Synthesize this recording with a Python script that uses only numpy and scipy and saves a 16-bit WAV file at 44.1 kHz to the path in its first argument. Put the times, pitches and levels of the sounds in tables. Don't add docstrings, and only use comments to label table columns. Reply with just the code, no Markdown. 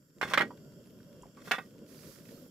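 import sys
import numpy as np
from scipy import signal
from scipy.fft import rfft, irfft
from scipy.io import wavfile
from scipy.ndimage import uniform_filter1d

SR = 44100
rng = np.random.default_rng(int(sys.argv[2]) if len(sys.argv) > 2 else 0)


def put_to_file(sound):
    columns = np.atleast_2d(sound).T
    safe = np.clip(columns, -1, 1)
    whole_steps = np.round(safe * 32767)
    wavfile.write(sys.argv[1], SR, whole_steps.astype(np.int16))


def voltage_ratio(level):
    return 10 ** (np.asarray(level, float) / 20)


N = 110250


def unit(x):
    return x / np.sqrt(np.mean(x ** 2))


def curve(rows):
    return np.interp(np.arange(N) / SR, *np.array(rows).T)


def colour(x, points):
    log_hz = np.log(np.maximum(np.arange(2049) * SR / 4096, 5))
    point_hz, point_db = np.array(points).T
    log_gain = np.interp(log_hz, np.log(point_hz), point_db) * np.log(10) / 20
    cepstrum = irfft(log_gain)
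    cepstrum[1:2048] *= 2
    cepstrum[2049:] = 0
    kernel = irfft(np.exp(rfft(cepstrum)))
    if x.ndim > 1:
        kernel = kernel[None]
    return signal.fftconvolve(x, kernel)[..., :x.shape[-1]]


def band(x, hz, width):
    return signal.lfilter(*signal.iirpeak(hz, hz / width, fs=SR), x)


def walk(rate):
    hold = int(SR / rate)
    steps = np.repeat(rng.standard_normal(N // hold + 1), hold)
    smooth = uniform_filter1d(uniform_filter1d(steps, hold), hold)
    return unit(smooth[:N])


def wide(alike):
    alike = np.clip(alike, 0, 1)
    mid, side = rng.standard_normal((2, N))
    return np.sqrt(1 + alike) * mid + np.sqrt(1 - alike) * side * np.array([[1], [-1]])


def pan(db):
    return voltage_ratio(np.array([[db], [-db]]) / 2)


# start in seconds, peak level in dB, contact softness in ms, left over right in dB.
HELD_CONTACTS = [(.2128, -22, 0.097, -11), (.2142, -21, 0.032, -3), (.217, -26.5, .1, 4),
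                 (.2195, -28, 0.13, 2.5), (.2225, -29.5, 0.033, -14), (.229, -16, 0.1, -2),
                 (.2315, -27, 0.12, -0.5), (.2355, -23.5, 0.072, -1.5), (.241, -31, 0.065, -7),
                 (.2555, -32.5, 0.41, -4), (.276, -33, 0.09, -6), (.284, -37, .04, -13.5),
                 (.3115, -26.5, 0.18, -2.5), (.3175, -29, 0.18, -2), (.3225, -29.5, 0.18, -4),
                 (.329, -30, 0.13, -2), (.3356, -15, 0.032, -3.5), (.3375, -17, 0.047, 0),
                 (.3412, -15, 0.043, -6), (.346, -22, 0.031, -9), (.3505, -22.5, 0.083, 2.5),
                 (.3752, -10.5, 0.059, -5.5), (.3786, -9, 0.068, 0.5), (.3824, -18, 0.065, -2.5),
                 (.3855, -21, 0.074, -1.5), (.393, -19.5, 0.03, -4.5), (.4037, -17, 0.25, -2),
                 (.407, -17, .09, -1.5), (.41, -18.5, .1, -18), (.4185, -16.5, 0.049, 0.5),
                 (.4225, -22.5, 0.094, -2.5), (.427, -27, 0.24, -7.5), (.432, -24.5, 0.36, -3)]
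# start in seconds, peak level in dB, contact softness in ms, left over right in dB.
FREE_CONTACTS = [(1.4745, -35, 0.32, -4), (1.479, -40, 0.21, 1), (1.486, -40.5, 0.34, -6.5),
                 (1.5111, -14.5, 0.041, -2.5), (1.5156, -13, 0.032, -3), (1.5184, -14.5, 0.032, -1),
                 (1.5227, -23, .05, -2), (1.533, -20.5, 0.039, -4.5), (1.5365, -40, .08, -2),
                 (1.54, -21.5, 0.055, 1), (1.546, -29.5, 0.047, -12), (1.552, -31, 0.038, -7.5),
                 (1.559, -38, 0.031, -8), (1.583, -27.5, 0.13, 1), (1.587, -25.5, 0.069, -6.5),
                 (1.599, -35, 0.18, -3), (1.609, -39.5, 1, -6)]
# frequency in Hz, level in dB, t60 in seconds.
HELD_MODES = [(369.3, -32, 0.21), (676, -13.5, 0.19), (839, -5.5, 0.046), (1138, -9, 0.091),
              (1200, -0.5, 0.027), (1452, 1, 0.037), (1600, 6.5, 0.04), (1896, 3.5, 0.064),
              (2089.5, 3, 0.14), (2538, -6.5, .08), (3279, 4.5, 0.049), (3510, -7.5, 0.14),
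              (4286, -5, 0.084), (5300, -6.5, 0.06)]
# frequency in Hz, level in dB, t60 in seconds.
FREE_MODES = [(530, -21, 0.13), (785, -3.5, 0.097), (1114, -14, 0.069), (1200, 3, 0.073), (1474, 2.5, 0.1),
              (1584, 10, 0.033), (1700, -9, 0.04), (1895, 0.5, 0.12), (2077, -6, 0.15), (2320, -8.5, .07),
              (2597, 2.5, 0.076), (3380, -4, 0.1), (3527, -1, .1), (5387, -7.5, 0.16)]
# frequency in Hz, density in dB per Hz.
CLATTER_SPECTRUM = [(120, -37), (200, -25.5), (900, 1.5), (2030, 8.5), (4520, -5.5), (9030, -12),
                    (13700, -9), (16500, -15)]
BLOW_HZ, BLOW_DB, BLOW_T60_S = 1500, -0.5, 0.024
THUD_HZ, THUD_DB, THUD_T60_S = 231, -38.5, 0.2
CLATTER_DB, CLATTER_T60_S = 3.5, 0.027
CONTACTS_PER_S, CHATTER_S = 500, 0.0043
CRACK, CRACK_MS = 0.075, 0.073
KNOCK_LOW_HZ = 222
GRIP_S, GRIP_DB_PER_S = .435, 300


def contact_force(soft_ms, hit, sign, t):
    pushes = (hit < CONTACTS_PER_S / SR) * 0.44 * np.sign(sign) * np.exp(-(t / CHATTER_S) ** 2)
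    pushes[0] = 1
    pole = np.exp(-1000 / (max(soft_ms, .01) * SR))
    rounded = signal.lfilter([(1 - pole) ** 2], [1, -2 * pole, pole ** 2], pushes)
    return CRACK / (1 + (soft_ms / CRACK_MS) ** 2) * pushes + rounded


def pot_ring(modes, chance, t):
    ring = 0
    for (hz, db, t60), (lift, lean, detune) in zip(modes, chance):
        level = db + 1.88 * lift + 2.3 * lean * np.array([[1], [-1]]) - 60 * t / t60
        ring = ring + voltage_ratio(level) * np.sin(2 * np.pi * hz * (1 + 0.00052 * detune) * t)
    return ring


def knocks():
    size = 8192
    out = np.zeros((2, N + size))
    t = np.arange(size) / SR
    no_bass = signal.butter(2, KNOCK_LOW_HZ, "high", fs=SR, output="sos")
    thud = np.sin(2 * np.pi * THUD_HZ * t) * voltage_ratio(THUD_DB - 60 * t / THUD_T60_S)
    for contacts, modes in ((HELD_CONTACTS, HELD_MODES), (FREE_CONTACTS, FREE_MODES)):
        for s, db, soft_ms, lr in contacts:
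            hit = rng.random(size)
            noise = rng.standard_normal((2, size))
            chance = rng.standard_normal((len(modes) + 1, 3))
            force = contact_force(soft_ms, hit, noise[0], t)
            ring = pot_ring(modes, chance, t)
            blow_hz = BLOW_HZ * (1 + 0.15 * chance[-1, 0])
            blow = np.sin(2 * np.pi * blow_hz * t) * voltage_ratio(BLOW_DB - 60 * t / BLOW_T60_S)
            clatter = colour(noise * voltage_ratio(-60 * t / CLATTER_T60_S), CLATTER_SPECTRUM)
            clatter = clatter.mean(0) + 1.93 * band(clatter, 8800, 13000)
            body = ring / 4 + blow + voltage_ratio(CLATTER_DB) * clatter + thud
            sound = signal.fftconvolve(body, force[None])[:, :size]
            sound = signal.sosfilt(no_bass, sound)
            at = int(s * SR)
            out[:, at:at + size] += voltage_ratio(db) * pan(lr) * sound / np.abs(sound).max()
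    late = np.arange(N) / SR - GRIP_S
    gripped = (late > 0) * (late < .5)
    return out[:, :N] * voltage_ratio(-GRIP_DB_PER_S * late * gripped)


# start in seconds, peak level in dB, pitch in Hz, t60 in seconds.
SMALL_TAPS = [(0.243, -48, 73.6, 0.16), (1.213, -54, 54.7, 0.21), (0.505, -39, 967, 0.061),
              (0.72, -62, 904, 0.024), (0.698, -62, 1500, 0.018), (.577, -53, 1500, 0.021),
              (.61, -60, 1290, 0.018), (1.003, -51.5, 1500, 0.022), (1.756, -64, 933, 0.019),
              (1.215, -56, 3150, 0.019), (1.222, -49, 7250, 0.022), (1.232, -45, 975, 0.046),
              (1.255, -46.5, 670, 0.038), (1.371, -46.5, 1142, 0.097), (1.653, -54, 5300, 0.012),
              (2.034, -52, 1360, 0.021), (2.097, -69, 1200, 0.022), (2.255, -49, 2520, 0.019),
              (2.2565, -59, 6400, .015), (2.288, -46, 1830, 0.03), (2.2875, -58, 5020, .015),
              (2.377, -36, 315, 0.025), (2.379, -54.5, 1270, 0.025), (2.463, -43, 450, 0.023)]
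TAP_WIDTH, TAP_RISE_S = 0.53, 0.00063


def taps():
    size = 4096
    out, t = np.zeros((2, N + size)), np.arange(size) / SR
    for s, db, hz, t60 in SMALL_TAPS:
        tone = np.sin(2 * np.pi * hz * t)
        width = TAP_WIDTH * hz
        noise = unit(band(band(wide(0.62)[:, :size], hz, width), hz, width))
        envelope = (1 - np.exp(-t / TAP_RISE_S)) * voltage_ratio(-60 * t / t60)
        at = int(s * SR)
        out[:, at:at + size] += voltage_ratio(db) * envelope * (0.73 * tone + 0.48 * noise)
    return out[:, :N] * pan(-1.5)


# start in seconds, length in seconds, level in dB, dry hiss in dB relative to the ring.
DRAGS = [
    (0.224, 0.044, -42, -16.5),
    (0.258, 0.082, -44, -11.5),
    (1.359, 0.13, -61.5, -16),
    (1.448, 0.066, -53.5, -17),
]


def scrape():
    t = np.arange(N) / SR
    grain_db = np.minimum(rng.exponential(size=N), 4)
    grit = wide(0.45) * voltage_ratio(grain_db + 3.3 * walk(170))
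    ring = unit(sum(voltage_ratio(.3 * db) * band(grit, hz, 8 / t60) for hz, db, t60 in HELD_MODES))
    air = unit(colour(grit, RUSTLE_SPECTRUM))
    out = 0
    for s, length, db, air_db in DRAGS:
        swell = np.sin(np.pi * np.clip((t - s) / length, 0, 1)).clip(0) ** 0.55
        out = out + voltage_ratio(db) * swell * (ring + voltage_ratio(air_db) * air)
    return pan(-0.7) * out


# time in seconds, level
# in dB.
FLAME_LEVEL = [(0, -59.5), (.12, -62.5), (.17, -53.5), (.25, -49.5), (.4, -48), (.5, -50.5), (.63, -54),
               (.68, -53), (.95, -54), (1.22, -51.5), (1.34, -54.5), (1.47, -51), (1.7, -54), (1.9, -52),
               (2.12, -52), (2.24, -53.5), (2.32, -50.5), (2.5, -56.5)]
# frequency in Hz, density in dB per Hz.
FLUTTER_SPECTRUM = [(15, -55), (25, -20), (86, -11), (140, 0.5), (273, -1.5), (320, -7), (566, -10),
                    (827, -37.5), (1100, -31.5), (1430, -41.5), (2420, -120)]
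# frequency in Hz, density in dB per Hz.
HISS_SPECTRUM = [(470, -29.5), (800, -21), (1420, 5.5), (3210, -16.5), (3910, -19), (5470, -4.5),
                 (15500, -12.5)]
# frequency in Hz, width in Hz, level in dB.
BURNER_MODES = [(985, 96, -85.5), (1438, 180, -81), (2800, 99, -83), (3208, 300, -79), (4770, 240, -78.5),
                (5400, 380, -75.5), (7270, 420, -75.5), (12600, 2200, -76)]
PUFF_DB, PUFFS_PER_S, FLICKER_DB = 2, 34, 1.3
FLAME_BODY_HZ, FLAME_BRIGHTENS = 322, 1
HISS_DB, HISS_FOLLOWS = -77.5, 1
SHADED_UNTIL_S, SHADE_DB, SHADE_HZ = .21, -7, 3050


def flame():
    level, puff = curve(FLAME_LEVEL), walk(PUFFS_PER_S)
    flutter = colour(wide(0.93), FLUTTER_SPECTRUM)
    low = 0
    for hz in 30 * 2 ** np.arange(0, 5.2, 1 / 3):
        tilt = np.log2(1 + (hz / FLAME_BODY_HZ) ** 2) / 2
        patch_db = PUFF_DB * puff + FLICKER_DB * walk(8.7) + FLAME_BRIGHTENS * (level + 56.5) * tilt
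        low = low + band(flutter, hz, hz / 4) * voltage_ratio(patch_db)
    hiss = voltage_ratio(HISS_DB + 0.52 * (level + 61.5)) * unit(colour(wide(.4), HISS_SPECTRUM))
    air = wide(0.14)
    for hz, width, db in BURNER_MODES:
        follow_db = (HISS_FOLLOWS * (level + 56) + 0.4 * puff) / (1 + (hz / 4000) ** 2)
        resonance = unit(band(band(air, hz, width), hz, 2 * width))
        hiss = hiss + voltage_ratio(db + 1.2 * walk(5.3) + follow_db) * resonance
    shaded = np.arange(N) < SHADED_UNTIL_S * SR
    hiss = hiss - (1 - voltage_ratio(SHADE_DB)) * shaded * band(hiss, SHADE_HZ, 1900)
    return unit(low) * voltage_ratio(level) * pan(-0.34) + hiss * pan(-1.64)


SPUTTER_DB, SPUTTER_HZ, SPUTTERS_PER_S = -76, 1800, 60


def sputter():
    ticks = (rng.random(N) < SPUTTERS_PER_S / SR) * np.minimum(rng.exponential(size=N), 2.5)
    ticks = signal.lfilter([1], [1, -.985], ticks) * wide(0.72) * voltage_ratio(curve(FLAME_LEVEL) + 53)
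    return voltage_ratio(SPUTTER_DB) * unit(band(ticks, SPUTTER_HZ, 3600)) * pan(-2)


# time in seconds, level in dB.
SLEEVE_LEVEL = [(1.3, -103), (1.47, -58), (1.6, -67.5), (1.84, -84), (1.89, -62.5), (2.1, -57),
                (2.19, -61.5), (2.22, -67.5), (2.29, -62), (2.42, -65.5), (2.5, -77.5)]
# frequency in Hz, density in dB per Hz.
RUSTLE_SPECTRUM = [(470, -53), (800, -29.5), (1420, -8.5), (3050, -13.5), (4770, -4.5), (8980, -11),
                   (12600, -6), (15500, -11.5)]
CRACKLE_DB, CRACKLE_HZ, CRACKLES_PER_S = -9.5, 1419, 160


def sleeve():
    grains = wide(0.22) * voltage_ratio(2 * rng.exponential(size=N))
    snaps = (rng.random(N) < CRACKLES_PER_S / SR) * rng.standard_normal(N)
    bursts = signal.lfilter([1], [1, -.99], np.minimum(np.abs(snaps), 1))
    crackle = band(bursts * wide(0.7), CRACKLE_HZ, 1373)
    rustle = unit(colour(grains, RUSTLE_SPECTRUM)) + voltage_ratio(CRACKLE_DB) * unit(crackle)
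    return rustle * voltage_ratio(curve(SLEEVE_LEVEL)) * pan(-8.5)


# start in seconds, length in seconds, start pitch in Hz, end pitch in Hz, level in dB.
INSECT_CALLS = [
    (.83, .08, 11500, 10800, -72.5),
    (0.885, 0.052, 14000, 12900, -70),
    (1.977, 0.0089, 4740, 4700, -51.5),
    (2.3, 0.055, 14500, 14000, -70),
    (2.325, 0.052, 4270, 4400, -67.5),
]
SWARM_S, SWARM_LENGTH_S, SWARM_DB, CHIRP_S = 2.22, 0.52, -71, 0.021
SWARM_HZ, SWARM_SPREAD_HZ = 12900, 1200


def swarm_chirps(count):
    chirps = []
    for k, (a, b, d, e, g) in enumerate(rng.random(size=(count, 5))):
        start = SWARM_S + SWARM_LENGTH_S * (k + a) / count
        hz = SWARM_HZ + SWARM_SPREAD_HZ * (d + e - 1) * 2
        chirps.append((start, CHIRP_S * (.5 + b), hz, hz + 900 * (g - .5), SWARM_DB + 6 * (b - a)))
    return chirps


def insects():
    out = np.zeros(N + SR)
    swarm = swarm_chirps(110)
    waver, flutter = walk(120), walk(140)
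    for s, length, hz0, hz1, db in list(INSECT_CALLS) + swarm:
        u = np.arange(int(length * SR)) / (length * SR)
        shift = rng.integers(N // 2)
        part = slice(shift, shift + len(u))
        hz = (hz0 + (hz1 - hz0) * u) * (1 + 0.0022 * waver[part])
        tone = np.sin(2 * np.pi * np.cumsum(hz) / SR)
        at = int(s * SR)
        out[at:at + len(u)] += voltage_ratio(db + 2.6 * flutter[part]) * np.sin(np.pi * u) * tone
    return out[:N] * pan(-3)


ECHO_DB, ECHO_T60_S = -9.5, 0.12
TOP_HZ = 15650


def echoes(dry_pot):
    t = np.arange(8192) / SR
    echo = wide(1)[:, :len(t)] * voltage_ratio(-60 * t / ECHO_T60_S) * (t > .002)
    echo = voltage_ratio(ECHO_DB) * echo / np.sqrt((echo ** 2).sum(1, keepdims=True))
    return signal.fftconvolve(dry_pot, echo, axes=1)[:, :N]


def scene():
    pot = knocks() + taps()
    steady = flame() + sleeve() + insects() + scrape() + sputter()
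    mix = pot + echoes(pot) + steady
    return signal.sosfilt(signal.ellip(10, .2, 30, TOP_HZ, fs=SR, output="sos"), mix)


def low_pass(x):
    return signal.sosfilt(signal.butter(12, 16660, fs=SR, output="sos"), x)


def record(dry):
    mix = np.array([np.roll(dry[0], 1), dry[1]])
    return low_pass(mix)


dry = scene()
out = record(dry)
put_to_file(out)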